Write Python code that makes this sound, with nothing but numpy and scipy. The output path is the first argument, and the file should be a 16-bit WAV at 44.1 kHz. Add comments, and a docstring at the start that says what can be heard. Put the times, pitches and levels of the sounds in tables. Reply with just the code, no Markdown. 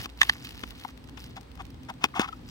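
"""Opening a plastic cutlery case

Two hands turn a small hollow plastic case close by and pull its lid off. Knocks and stick-slip scrapes excite
the resonances of its air and walls, with short squeaks from the freed lid. Folded steel cutlery clacks through
its own resonances, and a thin wrapper ticks and rustles as snaps and hiss.
Outdoors, shaped noise makes a far low rumble, a wavering hum, air and a thin band of insects."""
import sys
import numpy as np
from scipy import signal
from scipy.fft import rfft, irfft, next_fast_len
from scipy.io import wavfile
from scipy.ndimage import map_coordinates

SR = 44100
rng = np.random.default_rng(int(sys.argv[2]) if len(sys.argv) > 2 else 0)


def file_out(sig):
    """Save sig as 16-bit WAV at sys.argv[1]."""
    # one column per channel
    cols = np.atleast_2d(sig).T
    # limit, then scale
    lim = np.clip(cols, -1, 1)
    pcm = np.round(lim * 32767).astype(np.int16)
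    wavfile.write(sys.argv[1], SR, pcm)


N = 110250

# Resonances of the case; columns: centre_hz, width_hz, gain_db
# air in the case
CAVITY_MODES = [(242, 121, 9), (476, 230, -15)]
# broad walls
BROAD_WALL_MODES = [(748, 116, 8), (820, 143, 7), (963, 72, 0.5)]
# narrow walls and lid
UPPER_WALL_MODES = [(1060, 131, 2), (1345, 266, 2), (2150, 142, -1.5)]
# treble
TREBLE_MODES = [(2610, 390, 2), (3520, 380, -0.5), (4800, 1070, -8.5), (5600, 280, -68), (6450, 450, -39),
                (8330, 8100, -17), (12940, 14000, -20)]
CASE_LEAD_S = 0.00019  # sound reaches the left side first


def case():
    """Plastic case: knocks and slips drive its air, broad walls, upper walls and treble resonances."""
    air_force, *wall_forces = knocks() + slips()
    wall_modes = [BROAD_WALL_MODES, UPPER_WALL_MODES, TREBLE_MODES]
    shell = sum(ringing(force, modes) for force, modes in zip(wall_forces, wall_modes))
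    cavity = ringing(air_force.mean(axis=0), CAVITY_MODES)  # the same on both sides
    return nearby(thin(shell) + cavity, CASE_LEAD_S)


# Knocks on the case; levels are relative, before the drive gain and the resonances
# columns: hit_s, level_db, t60_s, cavity_db, upper_walls_db, treble_db, left_over_right_db
KNOCKS = [(0.024, -42, 0.0076, 5, -11, -10, -6), (.045, -39.5, 0.032, -5, -9, -4.5, 18),
          (.058, -33, 0.0098, 1, 3, 1, 4.5), (.093, -61.5, 0.01, -9, -4, 12, -14),
          (0.354, -47.5, 0.031, -24, 9, -12, -1), (.471, -57.5, 0.02, -31, 11, 16, -9.5),
          (.637, -33, 0.014, 6.5, 7, 4.5, 7), (.849, -19, .005, -17, -10.5, -32, 8.5),
          (0.89, -51, 0.0083, -7, 10, -15, -4), (1.088, -51.5, 0.018, 0, 2, 5, -9),
          (1.174, -45, 0.052, 7, 3, 4.5, 13), (1.575, -34.5, 0.02, -8.5, -10, -12, 7),
          (2.0415, -14, 0.008, -3, 5.5, 4, 5), (2.087, -41.5, 0.0092, -3, -2, -7, 7),
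          (2.142, -44.5, 0.015, -22, 15, -25, 6), (2.1959, -11.5, 0.012, 3.5, 0, -10, 7.5),
          (2.216, -18, 0.026, -30, -18, -5, 7)]


def knocks():
    """Blows on the case: chatter shakes only the walls, the sharp push also moves the air inside."""
    force = np.zeros((4, 2, N))
    for hit_s, level_db, t60, cavity_db, walls_db, treble_db, left_db in KNOCKS:
        chatter, push = blow(t60, chatter=0.15)
        contact = push + chatter * [[0], [1], [1], [1]]
        gains = group_gains(level_db + 25, cavity_db, 0, walls_db, treble_db)
        add(force, hit_s - 0.01, gains * contact, left_db)
    return force


# The lid slips on its seat; levels are relative, rise_share is held within 0.05-0.95 when played
# columns: start_s, length_s, level_db, cavity_db, upper_walls_db, treble_db, rise_share (0-1), slip_rate_hz
SLIPS = [(1.362, 0.03, -45.5, -13.5, -7, -11, 0.1, 778), (1.586, 0.029, -42, -19, -6.5, -14.5, 0.96, 871),
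         (1.884, 0.032, -40, -12.5, -6, -14.5, 0.25, 850.6), (2.005, 0.039, -48.5, -14, -5.5, -9, .5, 820),
         (2.047, 0.016, -48, 6.5, 6, 8.5, 0, 1200), (2.146, 0.049, -35.5, -20, -7, -11, 0.39, 777),
         (2.196, 0.026, -40.5, -4, 4, 1.5, 0.33, 726), (2.217, 0.051, -46.5, -29, 6, -4, 0.32, 1074),
         (2.269, 0.023, -50.5, -18, -1, -3, 0.86, 752), (2.323, 0.011, -53.5, -22, -3, -2.5, 0.55, 773)]
SLIP_LEFT_DB = 4.5  # left over right
SLIP_JITTER, SLIP_RASP = 0.2, 0.68  # scatter of the slip rate; mix weight of fine rasp


def slips():
    """Stick-slip friction: an unsteady train of jerks mixed with fine rasp, swelling and fading."""
    force = np.zeros((4, 2, N))
    wander, rasp = wobble(500), rng.standard_normal(N)
    for start_s, length_s, level_db, cavity_db, walls_db, treble_db, rise, slip_hz in SLIPS:
        n, first = round(length_s * SR), round(start_s * SR)
        span = slice(first, first + n)
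        cycles = np.cumsum(slip_hz * (1 + SLIP_JITTER * wander[span])) / SR
        jerks = unit(np.diff(np.floor(cycles), prepend=0))  # one jerk per whole cycle
        grains = (1 - SLIP_RASP) * jerks + SLIP_RASP * rasp[span]
        peak = np.clip(rise, 0.05, 0.95)
        ramp = np.interp(np.arange(n) / n, [0, peak, 1], [0, 1, 0])
        swell = np.sin(np.pi / 2 * ramp)
        gains = group_gains(level_db + 22.5, cavity_db, 0, walls_db, treble_db)
        add(force, start_s, gains * swell * grains, SLIP_LEFT_DB)
    return force


# The freed lid squeaks on the rim; columns: middle_s, length_s, pitch_hz, level_db
SQUEAKS = [(2.244, .014, 1230, -37), (2.291, .011, 1330, -34), (2.332, .011, 1290, -34)]


def squeaks():
    """Rubbing lid: short sine tones with a slightly unsteady phase that swell and fade."""
    t = np.arange(N) / SR
    tones = np.zeros(N)
    for middle_s, length_s, pitch_hz, level_db in SQUEAKS:
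        swell = np.exp(-(2 * (t - middle_s) / length_s) ** 2)
        tones += amp(level_db) * swell * np.sin(2 * np.pi * pitch_hz * t + 0.25 * wobble(100))
    return nearby(tones * sides(SLIP_LEFT_DB), CASE_LEAD_S)


# The cutlery clacks; levels are relative, before the drive gain and the resonances
# columns: hit_s, level_db, t60_s, handles_db, treble_db, left_over_right_db
CLACKS = [(0.216, -5, 0.0051, -5, 2.5, -3.5), (0.2314, -20, 0.014, 3, 5, 11.5),
          (0.296, -8.5, 0.0068, -3, -2.5, 0)]
# Resonances of the steel; columns: centre_hz, width_hz, gain_db
# the long handles
HANDLE_MODES = [(817, 270, -5.5), (1330, 360, -6.5)]
# the main body of the sound
STEEL_MODES = [(1815, 142, 5), (3010, 360, -0.5), (3580, 324, 1), (4680, 370, -7.5), (5220, 370, -13)]
# treble
STEEL_TREBLE_MODES = [(6280, 170, -10.5), (7500, 1450, -23.5), (11600, 18000, -50)]
RING_HZ, RING_DB, RING_T60_S = 5308, -17, 0.18  # the thin mode that rings on
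STEEL_LEAD_S = 0.00017


def cutlery():
    """Folded steel: parts clack together and drive three groups of resonances; one thin mode rings on."""
    force = np.zeros((3, 2, N))
    for hit_s, level_db, t60, handles_db, treble_db, left_db in CLACKS:
        contact = sum(blow(t60, chatter=0.18))
        add(force, hit_s - 0.01, group_gains(level_db + 25.5, handles_db, 0, treble_db) * contact, left_db)
    handles, main, treble = force
    ring_width_hz = np.log(1000) / np.pi / RING_T60_S  # the width that gives this decay
    ring = ringing(treble, [(RING_HZ, ring_width_hz, RING_DB)])
    body = ringing(handles, HANDLE_MODES) - ringing(main, STEEL_MODES)
    return nearby(thin(body) + ringing(treble, STEEL_TREBLE_MODES) + ring, STEEL_LEAD_S)


# The wrapper's clearest ticks, relative levels; columns: hit_s, level_db, left_over_right_db
TICKS = [(0.0154, -33, 11), (0.0385, -39, -17), (0.0591, -31, 3), (0.0996, -40, 2), (0.175, -40.5, -1),
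         (0.4519, -31.5, -7), (0.4918, -32.5, 6), (0.5084, -38, 13), (0.5946, -41, 14), (0.677, -45.5, 15),
         (0.707, -40, 18), (0.755, -45, -5), (0.7996, -38, 10.5), (0.9764, -42, 9), (1.042, -43, 4),
         (1.075, -44.5, -4), (1.0956, -44.5, 11), (1.1947, -46, 15), (1.2417, -33.5, -3),
         (1.3605, -39.5, 1), (1.3683, -36, -2), (1.4114, -41.5, 10), (1.432, -55, 21), (1.517, -50, 13),
         (1.555, -41.5, 8), (1.6207, -47, 18), (1.6533, -43.5, -10.5), (1.6668, -52, 15), (1.7045, -41, -5),
         (1.7446, -50, 8), (1.8337, -42, 2), (1.85, -51, 13), (1.901, -44.5, 29), (1.9395, -44.5, 3),
         (2.4898, -45, 13)]
# How hard the wrapper is crumpled, relative levels; columns: time_s, level_db
CRUMPLE = [(0, -34.5), (.02, -43.5), (.06, -46.5), (.07, -66), (.17, -70), (.205, -41.5), (.25, -41.5),
           (.33, -43.5), (.37, -56), (.45, -46.5), (.52, -54.5), (.56, -52), (.61, -52), (.72, -55),
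           (.74, -60.5), (.8, -50.5), (.9, -55.5), (.93, -72), (1.16, -71), (1.2, -53), (1.3, -58),
           (1.45, -100), (1.8, -86), (2.1, -63.5), (2.3, -61.5), (2.45, -68), (2.5, -47)]
# Colour of the film, normalised when played; columns: frequency_hz, gain_db
FILM_COLOUR = [(600, -9.5), (1500, -2.5), (3000, 2.5), (5300, -3), (7000, -12), (9500, -12), (13500, -15.5),
               (15900, -6)]
FILM_LEAD_S = 0.00016


def wrapper():
    """Thin film: single ticks over a rustle of hiss and tiny random crackles, all in one colour."""
    ticks, spike = np.zeros((2, N)), np.zeros(N)
    for hit_s, level_db, left_db in TICKS:
        add(ticks, hit_s - 0.01, amp(level_db + 9) * sum(blow(0.012, chatter=0.21)), left_db)
    grain = amp(0.5) * crackle() + amp(-7) * noise_pair(0.2)
    rustle = level(CRUMPLE) * amp(2 * wobble(90)) * grain
    spike[N // 2] = 1
    film_gain = np.linalg.norm(coloured(spike, FILM_COLOUR))
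    return nearby(coloured(ticks + rustle, FILM_COLOUR) / film_gain, FILM_LEAD_S)


# Edges between four crease sizes: small creases crackle high, large ones low; column: edge_hz
CREASE_EDGES = [2510, 4760, 8550]
# rate per crease size, the same snaps on both sides; mean of the random boost before rounding
SNAPS_PER_S, SNAP_SPREAD_DB = 260, 6.5


def crackle():
    """Buckling creases: random snaps sound in the band of their size, and some snap through all."""
    shape = (len(CREASE_EDGES) + 2, N)
    happens = rng.random(shape) < SNAPS_PER_S / SR
    strength = amp(SNAP_SPREAD_DB * rng.exponential(size=shape))
    snaps = np.tanh(happens * strength * rng.choice([-1, 1], shape) / 9)  # rounds off the strongest
    edges = [0, *CREASE_EDGES, SR]

    def split(hz):
        return np.array([(hz >= low) & (hz < high) for low, high in zip(edges, edges[1:])])

    bands = filtered(snaps[1:], split)
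    return unit(0.7 * snaps[0] + bands.sum(axis=0))


# Colour of the far rumble; columns: frequency_hz, gain_db
RUMBLE_COLOUR = [(12, -60), (20, -27), (36, -25), (59, -8), (123, -5.5), (216, -13), (255, -5),
                 (416, -26.5), (441, -37), (700, -65), (910, -59), (1540, -120)]
# The hum wavers; columns: time_s, level_db
HUM_LEVEL = [(0.0, -24), (0.03, -51), (0.31, -47), (0.34, -59.5), (0.71, -43), (0.84, -62.5), (1.09, -49),
             (1.16, -54.5), (1.61, -46), (1.85, -63), (1.95, -52.5), (2.5, -53.5)]
# Colour of the air; columns: frequency_hz, gain_db
AIR_COLOUR = [(300, 1), (480, 3.5), (620, -5), (800, -1.5), (1100, -5), (1600, -8.5), (4280, -13.5),
              (6500, -23.5), (9360, -30), (14200, -31), (15900, -26)]
RUMBLE_DB, AIR_DB, INSECT_DB = -48.5, -56, -78.5  # levels around which rumble and air waver; insects steady
HUM_HZ, HUM_WIDTH_HZ = 58.2, 3.5
INSECT_HZ, INSECT_WIDTH_HZ = 8190, 420  # width of each of two passes


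def outdoors():
    """Background of shaped noise: a lumpy far rumble, a wavering hum, air hiss and a thin insect band."""
    rumble = amp(RUMBLE_DB + 2 * wobble(7)) * unit(coloured(noise_pair(0.87), RUMBLE_COLOUR))
    hum = level(HUM_LEVEL) * unit(ringing(noise_pair(0.82), [(HUM_HZ, HUM_WIDTH_HZ, 0)]))
    air = amp(AIR_DB + 0.41 * wobble(12.95)) * unit(coloured(noise_pair(0.043), AIR_COLOUR))
    band = [(INSECT_HZ, INSECT_WIDTH_HZ, 0)]
    insects = amp(INSECT_DB) * unit(ringing(ringing(noise_pair(0.18), band), band))
    return rumble + hum + air + insects


LEAD_IN_S, LEAD_IN_DB = 0.0052, -5  # the lead-in noise climbs 20 dB in this time, up to this level


def blow(t60, chatter):
    """Contact: a soft noise lead-in, then a sharp push and dying chatter; the push comes 10 ms in."""
    t = (np.arange(SR // 12) - SR // 100) / SR
    shape_db = np.where(t < 0, LEAD_IN_DB + 20 * t / LEAD_IN_S, -60 * t / max(t60, 0.002))
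    push = 1 * (t == 0)
    return chatter * rng.standard_normal(len(t)) * amp(shape_db), push


SCATTER_DB, SCATTER_T60_S = -13, 0.02  # off table, boxes and hands


def nearby(x, lead_s):
    """Close source: the left side hears it a moment before the right, each with its own scatter."""
    t = np.arange(SR // 10) / SR
    tail = rng.standard_normal((2, len(t))) * amp(-60 * t / SCATTER_T60_S) * (t > 0.001)
    wet = signal.fftconvolve(x, tail / np.linalg.norm(tail[0]), axes=1)[:, :N]
    shift_s = lead_s / 2 * np.array([[1], [-1]])
    return filtered(x + amp(SCATTER_DB) * wet, lambda hz: np.exp(2j * np.pi * hz * shift_s))


FLOOR_HZ = 680  # walls and steel are too small to radiate below this


def thin(x):
    """Weak radiation: a small stiff object gives no bass, so three equal high-passes run in series."""
    def high_pass(hz):
        ratio = FLOOR_HZ / (hz + 1)
        return (1 / (1 - ratio ** 2 - 1.2j * ratio)) ** 3

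    return filtered(x, high_pass)


def ringing(x, peaks):
    """Resonator bank: x through (centre Hz, width Hz, dB) peaks of alternating sign."""
    def response(f):
        total = 0
        for k, (centre, width, db) in enumerate(peaks):
            total = total + (-1) ** k * amp(db) * 1j * f * width / (centre ** 2 - f * f + 1j * f * width)
        return total

    return filtered(x, response)


def coloured(x, points):
    """Tone curve: x through (Hz, dB) points on a log frequency axis."""
    f, db = np.transpose(points)
    return filtered(x, lambda hz: amp(np.interp(np.log(hz + 1), np.log(f + 1), db, -120, -120)))


def filtered(x, response):
    """Spectrum of x times a complex response of frequency."""
    m = next_fast_len(N + SR // 2)
    return irfft(rfft(x, m) * response(np.fft.rfftfreq(m, 1 / SR)), m)[..., :N]


def noise_pair(alike):
    """Two noises of a given left-right likeness."""
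    a, b = rng.standard_normal((2, N))
    u = np.arccos(np.clip(alike, 0, 1)) / 2
    return np.array([np.cos(u) * a + np.sin(u) * b, np.cos(u) * a - np.sin(u) * b])


def wobble(rate):
    """A smooth random curve, rate knots a second."""
    return map_coordinates(rng.standard_normal(int(N * rate / SR) + 4), [np.arange(N) * rate / SR])


def level(rows):
    """A (s, dB) curve as gain."""
    s, db = np.transpose(rows)
    return amp(np.interp(np.arange(N) / SR, s, db))


def add(track, s, force, left_db):
    """Lays a force into a stereo track at s."""
    part = track[..., max(round(s * SR), 0):][..., :force.shape[-1]]
    part += (force[..., None, :] * sides(left_db))[..., :part.shape[-1]]


def sides(left_db):
    """Left and right gains, left_db apart."""
    return amp([[left_db / 2], [-left_db / 2]])


def group_gains(level_db, *group_db):
    """A column of gains, one for each group of resonances."""
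    return amp(level_db + np.array(group_db)[:, None])


def amp(db):
    """Decibels to gain."""
    return 10 ** (np.asarray(db) / 20)


def unit(x):
    """x scaled to an RMS of 1."""
    return x / np.sqrt(np.mean(x ** 2) + 1e-20)


def scene():
    """Case, lid squeaks, cutlery and wrapper over the outdoor background."""
    return case() + squeaks() + cutlery() + wrapper() + outdoors()


CLIP_TOP, CLIP_KNEE, TOP_HZ = 0.95, 4, 16500  # ceiling (full scale = 1), knee sharpness, band limit


def record(dry):
    """The loudest blows round off near full scale; nothing is kept above the band limit."""
    soft = dry / (1 + np.abs(dry / CLIP_TOP) ** CLIP_KNEE) ** (1 / CLIP_KNEE)
    return filtered(soft, lambda hz: hz < TOP_HZ)


dry = scene()
out = record(dry)
file_out(out)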